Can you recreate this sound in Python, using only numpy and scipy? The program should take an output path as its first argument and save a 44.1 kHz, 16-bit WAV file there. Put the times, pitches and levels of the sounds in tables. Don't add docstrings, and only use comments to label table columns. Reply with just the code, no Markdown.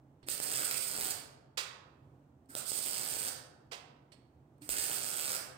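import sys
import numpy as np
from scipy import signal
from scipy.fft import rfft, irfft, next_fast_len
from scipy.io import wavfile
from scipy.ndimage import uniform_filter1d

SR = 44100
rng = np.random.default_rng(int(sys.argv[2]) if len(sys.argv) > 2 else 0)


def dump_mix(stems):
    frames = np.atleast_2d(stems).T
    limited = np.clip(frames, -1, 1)
    pcm = np.round(limited * 32767).astype(np.int16)
    wavfile.write(sys.argv[1], SR, pcm)


def linear_from_db(decibels):
    return 10 ** (np.asarray(decibels, float) / 20)


N = 245636
TIME = np.arange(N) / SR
SILENT_DB = -140.


def along(table, hz):
    points = np.array(table, float)
    return np.interp(np.log(hz + 1), np.log(points[:, 0] + 1), points[:, 1])


def colour(x, table, share=0.93, tilt_db=0.):
    size = 2 ** 11
    hz = np.fft.rfftfreq(size, 1 / SR)
    response_db = share * along(table, hz) + tilt_db * np.log2(hz / 3000 + 0.45)
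    ceps = irfft(response_db * np.log(10) / 20)
    ceps[1:size // 2] *= 2
    ceps[size // 2 + 1:] = 0
    return signal.oaconvolve(x, irfft(np.exp(rfft(ceps))))[:N]


def band_level(x, lo_hz, hi_hz):
    band = signal.butter(4, [lo_hz, hi_hz], "bandpass", fs=SR, output="sos")
    return 1 / np.sqrt(np.mean(signal.sosfilt(band, x) ** 2))


def walk(rate):
    k = int(SR / rate)
    held = np.repeat(rng.standard_normal(N // k + 1), k)
    return 1.43 * uniform_filter1d(held, k)[:N]


def bursts(times, gains, rise_s, fall_s):
    spikes = np.bincount((np.asarray(times) * SR).astype(int), gains, N)[:N]
    t = np.arange(-SR // 8, SR // 8 + 1) / SR
    shape = np.exp(np.where(t < 0, t / rise_s, -t / fall_s))
    return signal.oaconvolve(spikes, shape, "same")


def curve(tables, column):
    out = np.full(N, SILENT_DB)
    for table in map(np.array, tables):
        inside = (TIME >= table[0, 0]) & (TIME < table[-1, 0])
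        out[inside] = np.interp(TIME[inside], table[:, 0], table[:, column])
    return out


# frequency in Hz, level in dB.
RUMBLE_TONE = [(20, -38), (48, -22), (75, -6.5), (105, -10), (135, 0), (175, -15), (280, -9.5),
               (465, -19.5), (800, -21), (1100, -28.5), (2000, -39.5), (5000, -50.5), (8500, -49.5),
               (11000, -54)]
# frequency in Hz, likeness from 0 to 1.
RUMBLE_LIKENESS = [(60, 1), (130, 1), (290, 1), (640, 0.49), (1410, 0), (3100, 0.05), (6820, 0),
                   (15000, 0.18)]


def rumble():
    size = next_fast_len(N + SR)
    hz = np.fft.rfftfreq(size, 1 / SR)
    mid, side = rfft(rng.standard_normal((2, size))) * linear_from_db(along(RUMBLE_TONE, hz))
    alike = np.clip(along(RUMBLE_LIKENESS, hz), 0, 1)
    mid = irfft(mid * np.sqrt(1 + alike), size)[:N]
    side = irfft(side * np.sqrt(1 - alike), size)[:N]
    out = np.array([(mid + side) * linear_from_db(-3.5), mid - side]) * linear_from_db(.7 * walk(4))
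    return out * linear_from_db(-62) / np.sqrt(np.mean(out ** 2))


def rattle(events, body):
    out = 0
    for s, db, rise_s, fall_s, tilt_db in events:
        noise = rng.standard_normal(N) * linear_from_db(0.53 * walk(700))
        after = np.clip(TIME - s, 0, 1)
        shape = (1 - np.exp(-(after / rise_s) ** 2)) * np.exp(-after / fall_s)
        out = out + linear_from_db(db) * colour(shape * noise, body, tilt_db=tilt_db)
    return out


# start in seconds, level in dB, rise in seconds, decay in seconds, brightness in dB per octave.
TRIGGER_TICKS = [
    (.2275, -39, 0.0008, 0.02, -6),
    (2.457, -65.5, .001, 0.0034, 8),
    (4.117, -34, 0.0034, 0.019, -2.2),
    (4.581, -66.5, .001, 0.0017, 13.5),
    (4.616, -40.5, .003, 0.022, 3),
]
# frequency in Hz, level in dB.
TRIGGER_TONE = [(500, -10.5), (1500, -15), (3190, -8.5), (4100, -12), (4365, 3), (4650, -11), (5590, -11.5),
                (6600, -24.5), (8400, -5.5), (10500, -29.5), (12300, -22.5), (16000, -39.5)]


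def trigger_ticks():
    return rattle(TRIGGER_TICKS, TRIGGER_TONE)


# valve opens in seconds, level in dB.
GAS_STARTS = [
    (0.26, -43.5),
    (2.484, -48.5),
    (4.607, -50.5),
]


def gas():
    rise_s, sag_db_per_s = 0.014, 66
    out = np.full(N, SILENT_DB)
    for (s, db), weld in zip(GAS_STARTS, WELD_CURVES):
        flowing = (TIME > s) & (TIME < weld[0][0])
        after = TIME[flowing] - s
        swell_db = 20 * np.log10(1 - np.exp(-(after / rise_s) ** 2))
        out[flowing] = db + swell_db - sag_db_per_s * after
    return out


def rings(s, hz, db, t60):
    after = np.clip(TIME - s, 0, 1)
    flutter_db = 2.5 * walk(140)
    rise = 1 - np.exp(-after * hz / 0.79)
    return linear_from_db(db - 60 * after / t60 + flutter_db) * rise * np.sin(2 * np.pi * hz * after)


# start in seconds, level in dB, frequency in Hz, time to fall 60 dB in seconds.
DULL_KNOCKS = [
    (0.262, -54, 310, 0.24),
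    (.292, -51, 50.6, 0.22),
    (1.02, -48, 45, 0.17),
    (2.491, -47, 273, 0.11),
    (2.5505, -49, 500, 0.045),
    (2.564, -39.5, 600, 0.046),
    (4.614, -48, 298, 0.21),
    (4.694, -39, 54, 0.16),
    (4.78, -42, 60, 0.11),
]


def knocks():
    out = 0
    for s, db, hz, t60 in DULL_KNOCKS:
        left_db = -10 * (hz < 70)
        out = out + rings(s, hz, db, t60) * linear_from_db([[left_db], [0]])
    return out


# start in seconds, length in seconds, boost in dB.
FLARES = [(0.289, .063, 8), (0.373, 0.0076, 10.5), (0.416, 0.0282, 8), (0.452, .035, 6), (0.56, 0.019, -1),
          (.64, .02, 8), (0.683, 0.0069, 7), (.716, 0.013, -1), (0.761, 0.022, 10), (0.796, .037, 7),
          (0.86, 0.027, 6.5), (1.037, 0.014, 11.5), (1.09, .033, 10.5), (2.558, 0.056, 5.5),
          (2.651, .059, 7.5), (2.727, 0.068, 4), (2.816, 0.038, 3.5), (3.092, .03, 4), (3.178, 0.025, 5),
          (4.685, 0.05, 8.5), (4.767, 0.082, 5), (4.848, 0.033, 5.5), (4.932, 0.039, 5.5),
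          (5.167, 0.0085, 7)]


def flares():
    rise_s, sag_per_s = .005, 1.1
    out = np.zeros(N)
    for start, length_s, db in FLARES:
        after = np.clip(TIME - start, 0, 1)
        out += db * (1 - np.exp(-after / rise_s)) * (1 - sag_per_s * after) * (after < length_s)
    return uniform_filter1d(out, size=70)


# time in seconds, peak in dB, low thump relative to the peak in dB.
HARD_RELIGHTS = [(0.2859, -23, -9.5), (0.401, -26.5, -2), (0.4496, -35, -8), (0.7115, -15, -19),
                 (0.7435, -24.5, -15), (1.012, -27.5, -11), (2.5519, -24, -6), (2.718, -31, -1.5),
                 (2.7895, -31, -9), (4.6915, -25, -7), (4.7688, -27.5, -4), (4.841, -28, -17)]
SETTLING_S = [
    .17,
    .26,
    .13,
]


def shorts(crackle_db, flare_db):
    gap_s, gap_spread = .0078, .27
    rows = [np.array(HARD_RELIGHTS)]
    for weld, settle_s in zip(WELD_CURVES, SETTLING_S):
        strike_s, end_s = weld[0][0], weld[-1][0]
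        chance = rng.standard_normal((3, 200))
        s = strike_s + settle_s + np.cumsum(gap_s * np.exp(gap_spread * chance[0]))
        at = (np.minimum(s, end_s) * SR).astype(int)
        keep = (s < end_s) & (flare_db[at] < 1)
        peak_db = crackle_db[at] + 11 + 1.5 * chance[1]
        thump_db = -9 + 3 * chance[2]
        rows.append(np.array([s, peak_db, thump_db]).T[keep])
    return np.concatenate(rows).T


def burning(s):
    ones = np.ones(len(s))
    swell_db = 11 * bursts(s, ones, 0.0015, 0.0014)
    gap_db = 9 * bursts(s + 0.00183, ones, 0.00055, 0.0007)
    return linear_from_db(np.clip(swell_db - gap_db, -20, 12) + 1.5 * walk(300))


def spatter_bursts(burn):
    gap_chance, gain_chance = rng.standard_normal((2, 2000))
    times = np.cumsum(np.exp(0.56 * gap_chance) / 200)
    keep = times < TIME[-1]
    return burn * .6 + bursts(times[keep], linear_from_db(4 * gain_chance[keep]), .0003, .0005)


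# time in seconds, sizzle between flares in dB, crackle relative to the sizzle in dB.
WELD_CURVES = [
    [(.284, -50.5, 4), (.33, -49, -2.5), (.4, -49.5, -1), (.55, -40, -1), (.8, -47.5, -4), (1., -47, 3),
     (1.125, -61, 15.5)],
    [(2.551, -46.5, -9.5), (2.6, -50, -11), (2.65, -54.5, -14), (2.69, -47.5, -16), (2.73, -42.5, -5),
     (2.85, -38.5, -10.5), (3.1, -41.5, -4), (3.295, -41, -4.5)],
    [(4.69, -52, 5.5), (4.72, -50, 9), (4.78, -51.5, 10), (4.9, -41, -3.5), (5.09, -39, -10), (5.3, -46, 2),
     (5.372, -47.5, 3)],
]
# frequency in Hz, level in dB.
PORT_TONE = [(1180, -44), (2000, -16), (2460, -10.5), (3520, -10.5), (3870, -11.5), (4400, -6),
             (5100, -5.5), (5750, -10), (6760, -9), (8330, 2), (9330, 0), (10500, -10.5), (12900, -9.5),
             (14700, -7), (15500, -12), (16000, -20.5)]
# frequency in Hz, level in dB.
RAIL_TONE = [(60, -8.5), (130, -12.5), (250, -5), (400, -6.5), (620, -2.6), (900, -5), (1100, -5),
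             (1420, 2.5), (1750, 0), (2300, -3), (3500, -40.5)]


def arc():
    noise, scattered, crack, low_noise = rng.standard_normal((4, N))
    power_db = curve(WELD_CURVES, column=1)
    crackle_db = power_db + curve(WELD_CURVES, column=2)
    flare_db, gas_db = flares(), gas()
    s, peak_db, thump_db = shorts(crackle_db, flare_db)
    burn = burning(s)
    spatter = spatter_bursts(burn)

    sizzle = linear_from_db(power_db - 8 + 2.56 * flare_db) * burn + linear_from_db(gas_db - 4.5)
    unit = band_level(colour(noise, PORT_TONE), 4200, 13000)
    hiss = [unit * colour(sizzle * source, PORT_TONE, 1.12, tilt_db=2.5) for source in (noise, scattered)]

    snap = linear_from_db(crackle_db + 0.5 + 0.9 * flare_db) * spatter
    snap = snap + bursts(s, linear_from_db(peak_db + 4.0), 0.00009, 0.00047)
    spike = bursts(s, linear_from_db(peak_db - 4.7), .00002, .00003)
    pops = unit * colour(snap * crack + spike, PORT_TONE, tilt_db=1.5)

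    thump = linear_from_db(crackle_db - 10) * spatter + linear_from_db(gas_db - 12.0)
    thump = thump + bursts(s, linear_from_db(peak_db + thump_db - 15.5), 0.00014, 0.0011)
    blow = 0.94 * bursts(s, linear_from_db(peak_db + thump_db), .00008, .00008)
    rail_unit = band_level(colour(noise, RAIL_TONE), 300, 2300)
    return hiss, pops + rail_unit * colour(thump * low_noise - blow, RAIL_TONE)


PATCH_CENTRES_HZ = [700, 1500, 2400, 3500, 5000, 6500, 13000]


def patchy(sounds):
    out = np.array(sounds)
    for hz in PATCH_CENTRES_HZ:
        part = signal.lfilter(*signal.iirpeak(hz, 2.5, fs=SR), sounds)
        out = out + (linear_from_db(1.2 * walk(45)) - 1) * part
    return out


# start in seconds, level in dB, rise in seconds, decay in seconds, brightness in dB per octave.
STEEL_CLACKS = [
    (1.571, -28.5, 0.005, 0.028, 5),
    (3.711, -34, 0.0096, 0.027, 2),
]
# frequency in Hz, level in dB.
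STEEL_TONE = [(200, -36), (400, 13.5), (1000, 16.5), (2000, 15), (4000, 10), (6000, 4), (8500, -3),
              (11000, -12.5), (16000, -19)]


def clacks():
    return colour(rattle(STEEL_CLACKS, STEEL_TONE), PORT_TONE[1:], 0.31)


# frequency in Hz, time to fall 60 dB in seconds.
HALL_RING = [(125, 1.5), (250, 0.82), (500, 1.23), (1000, 1.08), (2000, 0.69), (4000, 0.55), (8000, 0.38),
             (16000, 0.28)]


def hall():
    t, hz = TIME[:SR], np.fft.rfftfreq(SR, 1 / SR)
    spectra, out = rfft(rng.standard_normal((2, SR))), 0
    for centre_hz, t60 in HALL_RING:
        octave = np.clip(1 - np.abs(np.log2(hz / centre_hz + 1e-9)), 0, 1)
        out = out + irfft(spectra * octave, SR) * linear_from_db(-60 * t / t60)
    out = out * (1 - np.exp(-t / 0.024))
    return out / np.sqrt(np.sum(out ** 2, axis=1, keepdims=True))


def ports(right, left, tails, wet_db, balance, wet_shade, lag):
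    wet = 0
    for k, tail in enumerate(tails):
        turn = np.cos(np.pi * (TIME / .9 + k / 3)) ** 2
        wet = wet + linear_from_db(wet_db) * signal.fftconvolve((turn * right)[None], tail, axes=1)[:, :N]
    shaded = colour(np.roll(left, lag), balance) + colour(wet[0], balance, wet_shade)
    return np.array([shaded, right + wet[1]])


# frequency in Hz, left minus right in dB.
ARC_BALANCE = [(60, -11), (110, 5.5), (200, -3), (380, 3.5), (700, -1.5), (1290, -3.5), (2380, -5.5),
               (4400, -8.5), (8120, -14.5), (15000, -24)]
# frequency in Hz, left minus right in dB.
STEEL_BALANCE = [(60, -9), (110, -5), (200, -7), (380, -1.5), (700, -4), (1290, -11), (2380, -12),
                 (4400, -20.5), (8120, -26), (15000, -23.5)]


def scene():
    tails = [hall() for _ in range(3)]
    (hiss, scattered), pops = arc()
    hiss, scattered, pops = patchy([hiss, scattered, pops])
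    left = linear_from_db(-8) * (.3 * hiss + .95 * scattered) + linear_from_db(5) * pops
    echo = linear_from_db(-9) * np.roll(hiss + pops, int(.0136 * SR))
    out = ports(hiss + pops + echo, left + .5 * np.roll(echo, 90), tails, wet_db=-3.5,
                balance=ARC_BALANCE, wet_shade=1.0, lag=11)
    steel = clacks() + trigger_ticks()
    out = out + ports(steel, steel, tails, wet_db=-10.5, balance=STEEL_BALANCE, wet_shade=0.68, lag=8)
    return out + knocks() * linear_from_db([[-.6], [.6]]) + rumble()


def low_pass(x):
    return signal.sosfilt(signal.butter(12, 16830, fs=SR, output="sos"), x)


def record(dry):
    notch_hz, notch_width_hz, limit = 10600, 1100, .08
    notch = signal.iirpeak(notch_hz, notch_hz / notch_width_hz, fs=SR)
    port = dry - .7 * signal.lfilter(*notch, dry)
    rounded = limit * np.tanh(port / limit)
    top = signal.ellip(8, .2, 45, 15900, fs=SR, output="sos")
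    return low_pass(signal.sosfilt(top, rounded))


dry = scene()
out = record(dry)
dump_mix(out)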